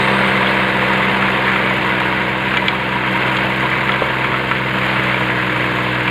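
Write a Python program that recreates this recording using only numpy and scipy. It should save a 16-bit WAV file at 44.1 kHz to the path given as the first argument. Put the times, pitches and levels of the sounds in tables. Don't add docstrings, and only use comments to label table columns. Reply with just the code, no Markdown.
import sys
import numpy as np
from scipy import signal
from scipy.fft import rfft, irfft, next_fast_len
from scipy.io import wavfile
from scipy.ndimage import uniform_filter1d, minimum_filter1d, map_coordinates

SR = 44100
rng = np.random.default_rng(int(sys.argv[2]) if len(sys.argv) > 2 else 0)


def put_to_file(sound):
    columns = np.atleast_2d(sound).T
    safe = np.clip(columns, -1, 1)
    whole_steps = np.round(safe * 32767)
    wavfile.write(sys.argv[1], SR, whole_steps.astype(np.int16))


N = 269010
CYLINDERS = 3

# t/s, level/dB
WORKLOAD = [(0, -14), (.5, -15), (1.55, -15.5), (2.4, -18), (2.55, -17), (2.8, -18.5), (3.02, -18.5),
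            (3.22, -16), (4.15, -17.5), (4.68, -18.5), (4.82, -15.5), (5.3, -17), (6.1, -17.5)]


def seconds():
    return np.arange(N) / SR


def amp(db):
    return 10 ** (np.asarray(db) / 20)


def unit(x):
    return x / np.sqrt(np.mean(x ** 2) + 1e-20)


def curves(rows):
    times, *columns = np.transpose(rows)
    return [np.interp(seconds(), times, column) for column in columns]


def wobble(rate):
    points = rng.standard_normal(int(N * rate / SR) + 4)
    return map_coordinates(points, [np.arange(N) * rate / SR])


def filtered(x, response):
    size = next_fast_len(len(x) + 8192)
    return irfft(rfft(x, size) * response(np.fft.rfftfreq(size, 1 / SR)), size)[:len(x)]


def coloured(x, spectrum):
    f, db = np.transpose(spectrum)
    return filtered(x, lambda hz: amp(np.interp(np.log(hz + 1), np.log(f), db)))


def patchy(x, depth_db):
    bands = signal.stft(x, nperseg=512)[2]
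    drift = uniform_filter1d(rng.standard_normal(bands.shape), size=5, axis=0)
    drift = uniform_filter1d(drift, size=6, axis=1)
    return signal.istft(bands * amp(depth_db * unit(drift)), nperseg=512)[1][:N]


def grains(per_s, spread_db, t60):
    when, chance = rng.random((int(per_s * N / SR), 2)).T
    sizes = amp(-spread_db * np.log(0.017 + chance))
    energy = np.bincount((when * N).astype(int), sizes ** 2, N)
    energy = signal.lfilter([1], [1, -amp(-120 / (t60 * SR))], energy)
    return unit(np.sqrt(energy) * rng.standard_normal(N))


def tone(firings, multiple, shimmer_db, drift):
    level = np.sqrt(2) * amp(shimmer_db * wobble(17))
    return level * np.sin(2 * np.pi * (multiple * firings + rng.random()) + drift * wobble(9))


def knocks(firings, decay, scatter_db, cylinder_db):
    index = firings.astype(int)
    size_db = scatter_db * rng.standard_normal(index[-1] + 1)[index]
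    size_db += cylinder_db * (index % CYLINDERS == 0)
    return unit(amp(size_db) * np.exp(-decay * (firings % 1)))


def rattle(firings, points=2048):
    place = firings / CYLINDERS % 1 * points
    return unit(np.interp(place, np.arange(points), rng.standard_normal(points), period=points))


def panel_echo(x, delay_s, share):
    return filtered(x, lambda hz: 1 + share * np.exp(-2j * np.pi * hz * delay_s))


def ground_bounce(x, centre_hz=810, width_hz=73, loss_per_s=0.058):
    band = filtered(x, lambda hz: np.exp(-.5 * ((hz - centre_hz) / width_hz) ** 2))
    return x - np.clip(loss_per_s * seconds(), 0, 1) * band


def fan(start_db=-18.5, fade_db_per_s=12):
    # f/Hz, level/dB
    air_spectrum = [(2900, -15), (3130, 0), (3330, -16), (3550, 10), (4300, 5), (5200, -4), (5750, 7),
                    (7000, -11), (8300, 9), (9300, 5), (10500, -18), (15000, -14)]
    air = coloured(patchy(rng.standard_normal(N), depth_db=3), air_spectrum)
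    return amp(start_db - fade_db_per_s * seconds()) * unit(air)


def gears(firings, fade_db_per_s=.6):
    # multiple of the firing rate, relative level/dB
    whines = [(2.35, -49), (5.88, -40.5), (6.92, -49.5), (11.75, -41), (13.85, -35)]
    whine = sum(amp(db + 2.8 * wobble(1.94)) * tone(firings, multiple, shimmer_db=0, drift=0.32)
                for multiple, db in whines)
    return amp(2.5 - fade_db_per_s * seconds()) * whine


def soil():
    # f/Hz, level/dB
    thud_spectrum = [(20, -46), (33, -33), (48, -20), (80, -8.5), (150, -3), (220, -0.5), (275, -4.5),
                     (370, -1), (430, -0.5), (520, 1), (660, 1), (800, -1), (1100, -6), (2500, -3),
                     (6000, -22.5)]
    work_db, = curves(WORKLOAD)
    thuds = coloured(grains(per_s=600, spread_db=0, t60=0.031), thud_spectrum)
    return amp(work_db - 4) * unit(thuds)


def tiller_ring(firings, firings_per_turn=22, pitch_multiple=15.05, swell_turns=.027, rest_db=-36.5):
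    # t/s, level/dB
    ring_levels = [(0, -19), (1.1, -20), (1.6, -23), (2.2, -18), (3.2, -16.5), (4.4, -26), (6.1, -28)]
    # place in the turn (0-1), relative level/dB
    blades = [(.02, -3), (.235, -0.5), (.48, -1.5), (.61, -7.5), (.69, -1.5), (.89, -6)]
    ring_db, = curves(ring_levels)
    turns = firings / firings_per_turn
    bites = np.zeros(N)
    for place, db in blades:
        turns_from_bite = (turns - place + .5) % 1 - .5
        bites += amp(db) * np.exp(-.5 * (turns_from_bite / swell_turns) ** 2)
    phase = 2 * np.pi * pitch_multiple * firings + 0.73 * wobble(55)
    rasp = 1 + 0.41 * wobble(170)
    earth_db = wobble(12)
    return (amp(rest_db) + amp(ring_db + earth_db) * bites) * rasp * np.sin(phase)


def small_clods(per_s=4, db=-11, centre_hz=2000, octaves=0.43):
    draws = rng.random((int(per_s * N / SR), 3))
    return [(when * N / SR, db + (size - .5), centre_hz * 2 ** (hardness - .5), octaves)
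            for when, size, hardness in draws]


def stones(crack_db=-3, crack_t60=0.027):
    # t/s, relative level/dB, centre f/Hz, spread/octaves
    big_hits = [(.47, -3, 3380, .3), (.936, -8, 6000, .6), (1.223, -1.5, 1500, 1), (1.479, 0, 1690, .35),
                (1.559, -0.5, 1900, .58), (1.699, -9, 6500, .6), (2.001, -5, 2600, 0.43),
                (2.539, -3.5, 1700, 0.97), (2.5707, 2, 3200, 0.75), (2.682, 7, 3570, 0.56),
                (3.036, -6, 1540, .24), (3.368, -2, 4160, 0.75), (3.726, -3.5, 1990, .5),
                (3.892, 1, 1660, .35), (3.919, -4, 3700, .45), (3.939, -4, 2400, .6),
                (4.0203, 2.5, 584, 0.55), (4.243, -2.5, 2200, 1), (4.342, -4, 1400, .4),
                (4.5125, 1.5, 1650, 0.44), (4.995, -3, 2000, .5), (5.143, -2, 2000, 0.78),
                (5.559, -5, 1410, .36), (6.078, -1, 2480, 0.47)]
    # f/Hz, relative level/dB, time to die by 60 dB/s
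    hood_tones = [(430, 3, 0.024), (610, 1, 0.02), (745, 4, 0.015), (1120, 8, .022), (1341, 4.5, 0.049),
                  (1710, 1.5, 0.023), (2052, 0, 0.051), (2320, 3.5, 0.038), (2880, 1.5, 0.01),
                  (3294, 4.5, 0.02), (3810, -3.5, 0.018), (4800, 0, .015), (6850, 15.5, 0.012)]
    out = np.zeros(N + SR)
    t = np.arange(SR // 8) / SR
    for start_s, db, centre_hz, octaves in big_hits + small_clods():
        contact = lambda hz: (1 + (np.log2((hz + 1) / centre_hz) / octaves) ** 2) ** -1.2
        ring = np.zeros(len(t))
        for hz, tone_db, t60 in hood_tones:
            level = contact(hz) * amp(tone_db + rng.normal() - 60 * t / t60)
            ring += level * np.sin(2 * np.pi * (hz * rng.normal(1, 0.011) * t + rng.random()))
        noise = rng.standard_normal(len(t))
        crack = filtered(noise, lambda hz: contact(hz) ** 0.56 / (1 + (hz / 9000) ** 4))
        crack *= amp(-60 * t / crack_t60)
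        attack = 1 - np.exp(-t / 0.00079)
        hit = (unit(ring) + amp(crack_db) * unit(crack)) * attack
        onset_level = np.std(hit[:SR // 200])
        out[round(start_s * SR):][:len(t)] += amp(db - 10) * hit / onset_level
    return out[:N]


def exhaust(firings):
    # t/s, boom/dB, drone/dB, hum/dB, bark/dB
    exhaust_levels = [(0, -26.5, -22.5, -28.5, -15.5), (1.1, -28, -23, -30, -19), (2, -28, -26, -28, -21.5),
                      (2.8, -30.5, -29, -31.5, -24), (3.2, -26, -26, -27.5, -23.5),
                      (4.4, -27, -31, -31.5, -21.5), (5, -24.5, -25.5, -29, -26),
                      (5.4, -25.5, -29, -26.5, -21.5), (6.1, -24.5, -27.5, -27.5, -23)]
    # multiple of the firing rate, level/dB
    low_tones = [(1, -38.5), (4 / 3, -50), (5 / 3, -46.5), (7 / 3, -40.5), (8 / 3, -50), (10 / 3, -42.5),
                 (11 / 3, -47.5), (4, -39), (13 / 3, -46)]
    # multiple of the firing rate, level/dB relative to the bark
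    bark_tones = [(6, -14), (7, -15), (23 / 3, -15.5), (8, -12.5), (25 / 3, -18), (9, -18.5),
                  (28 / 3, -19.5), (11, -16.5), (17, -22), (18, -16.5)]

    def stack(rows):
        return sum(amp(db) * tone(firings, multiple, shimmer_db=0.34, drift=0.07)
                   for multiple, db in rows)

    boom_db, drone_db, hum_db, bark_db = curves(exhaust_levels)
    boom = amp(boom_db) * tone(firings, multiple=2, shimmer_db=.8, drift=.04)
    drone = amp(drone_db) * tone(firings, multiple=3, shimmer_db=1.5, drift=0.061)
    low = stack(low_tones)
    hum = amp(hum_db) * tone(firings, multiple=5, shimmer_db=.5, drift=.064)
    bark = amp(bark_db) * stack(bark_tones)
    return boom + drone + hum + low + bark


def clatter(firings):
    # f/Hz, level/dB
    steel_spectrum = [(500, -37), (810, -12), (900, 1.5), (1130, 0), (1270, 1), (1600, 2), (1830, 2),
                      (2100, 1.5), (2300, 2), (2480, -4.5), (2700, -3.5), (2900, -6), (4500, -6),
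                      (6500, -19.5)]
    # f/Hz, level/dB
    grit_spectrum = [(2000, -35.5), (4000, -4), (7000, 3), (10000, 0.5), (15500, -1.5)]
    work_db, = curves(WORKLOAD)
    burn = 0.39 * rattle(firings) + 0.71 * rng.standard_normal(N)
    fuel_knock = knocks(firings, decay=1.6, scatter_db=0.9, cylinder_db=0) * burn
    valves = knocks(2 * firings + 0.11, decay=1, scatter_db=0.5, cylinder_db=-3.5) * rattle(firings)
    crumbs = grains(per_s=1000, spread_db=1.5, t60=0.031)
    blows = patchy(amp(-3) * fuel_knock + amp(-6.5) * valves + crumbs, depth_db=1)
    steel = coloured(panel_echo(blows, delay_s=0.00191, share=0.17), steel_spectrum)

    puffs = knocks(firings, decay=1.5, scatter_db=3.5, cylinder_db=3) * rng.standard_normal(N)
    spray = amp(-6) * puffs + grains(per_s=1200, spread_db=3, t60=0.022)
    grit = coloured(patchy(spray, depth_db=1.5), grit_spectrum)
    grit_db = work_db - 7.5 + 0.31 * seconds()
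    return amp(work_db) * unit(steel) + amp(grit_db) * unit(grit)


def scene():
    # t/s, firing rate/Hz
    engine_speed = [(0.0, 65.5), (0.72, 64.1), (1.09, 64.5), (1.6, 64.5), (2.09, 63.5), (2.54, 64.6),
                    (2.91, 64.0), (3.45, 64.0), (3.68, 64.9), (3.88, 64.9), (5.18, 63.6), (5.37, 62.3),
                    (6.04, 62.2)]
    firing_hz, = curves(engine_speed)
    firings = np.cumsum(firing_hz) / SR
    engine = exhaust(firings) + gears(firings) + clatter(firings) + fan()
    tiller = soil() + tiller_ring(firings) + stones()
    return ground_bounce(engine + tiller)[None]


def record(dry, ceiling=.9, top_hz=15500):
    # f/Hz, level/dB
    microphone = [(2700, -2), (3300, -4.5), (3800, -9.5), (4400, -17.5), (5100, -24), (5750, -37),
                  (6300, -26.5), (7100, -23), (7800, -26.5), (10400, -26), (11900, -30), (13400, -24),
                  (14500, -31), (15500, -30)]
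    heard = coloured(dry[0], microphone)
    needed_gain = np.minimum(1, ceiling / (np.abs(heard) + 1e-9))
    smooth_gain = uniform_filter1d(minimum_filter1d(needed_gain, size=161), size=161)
    return filtered(heard * smooth_gain, lambda hz: hz < top_hz)[None]


dry = scene()
out = record(dry)
put_to_file(out)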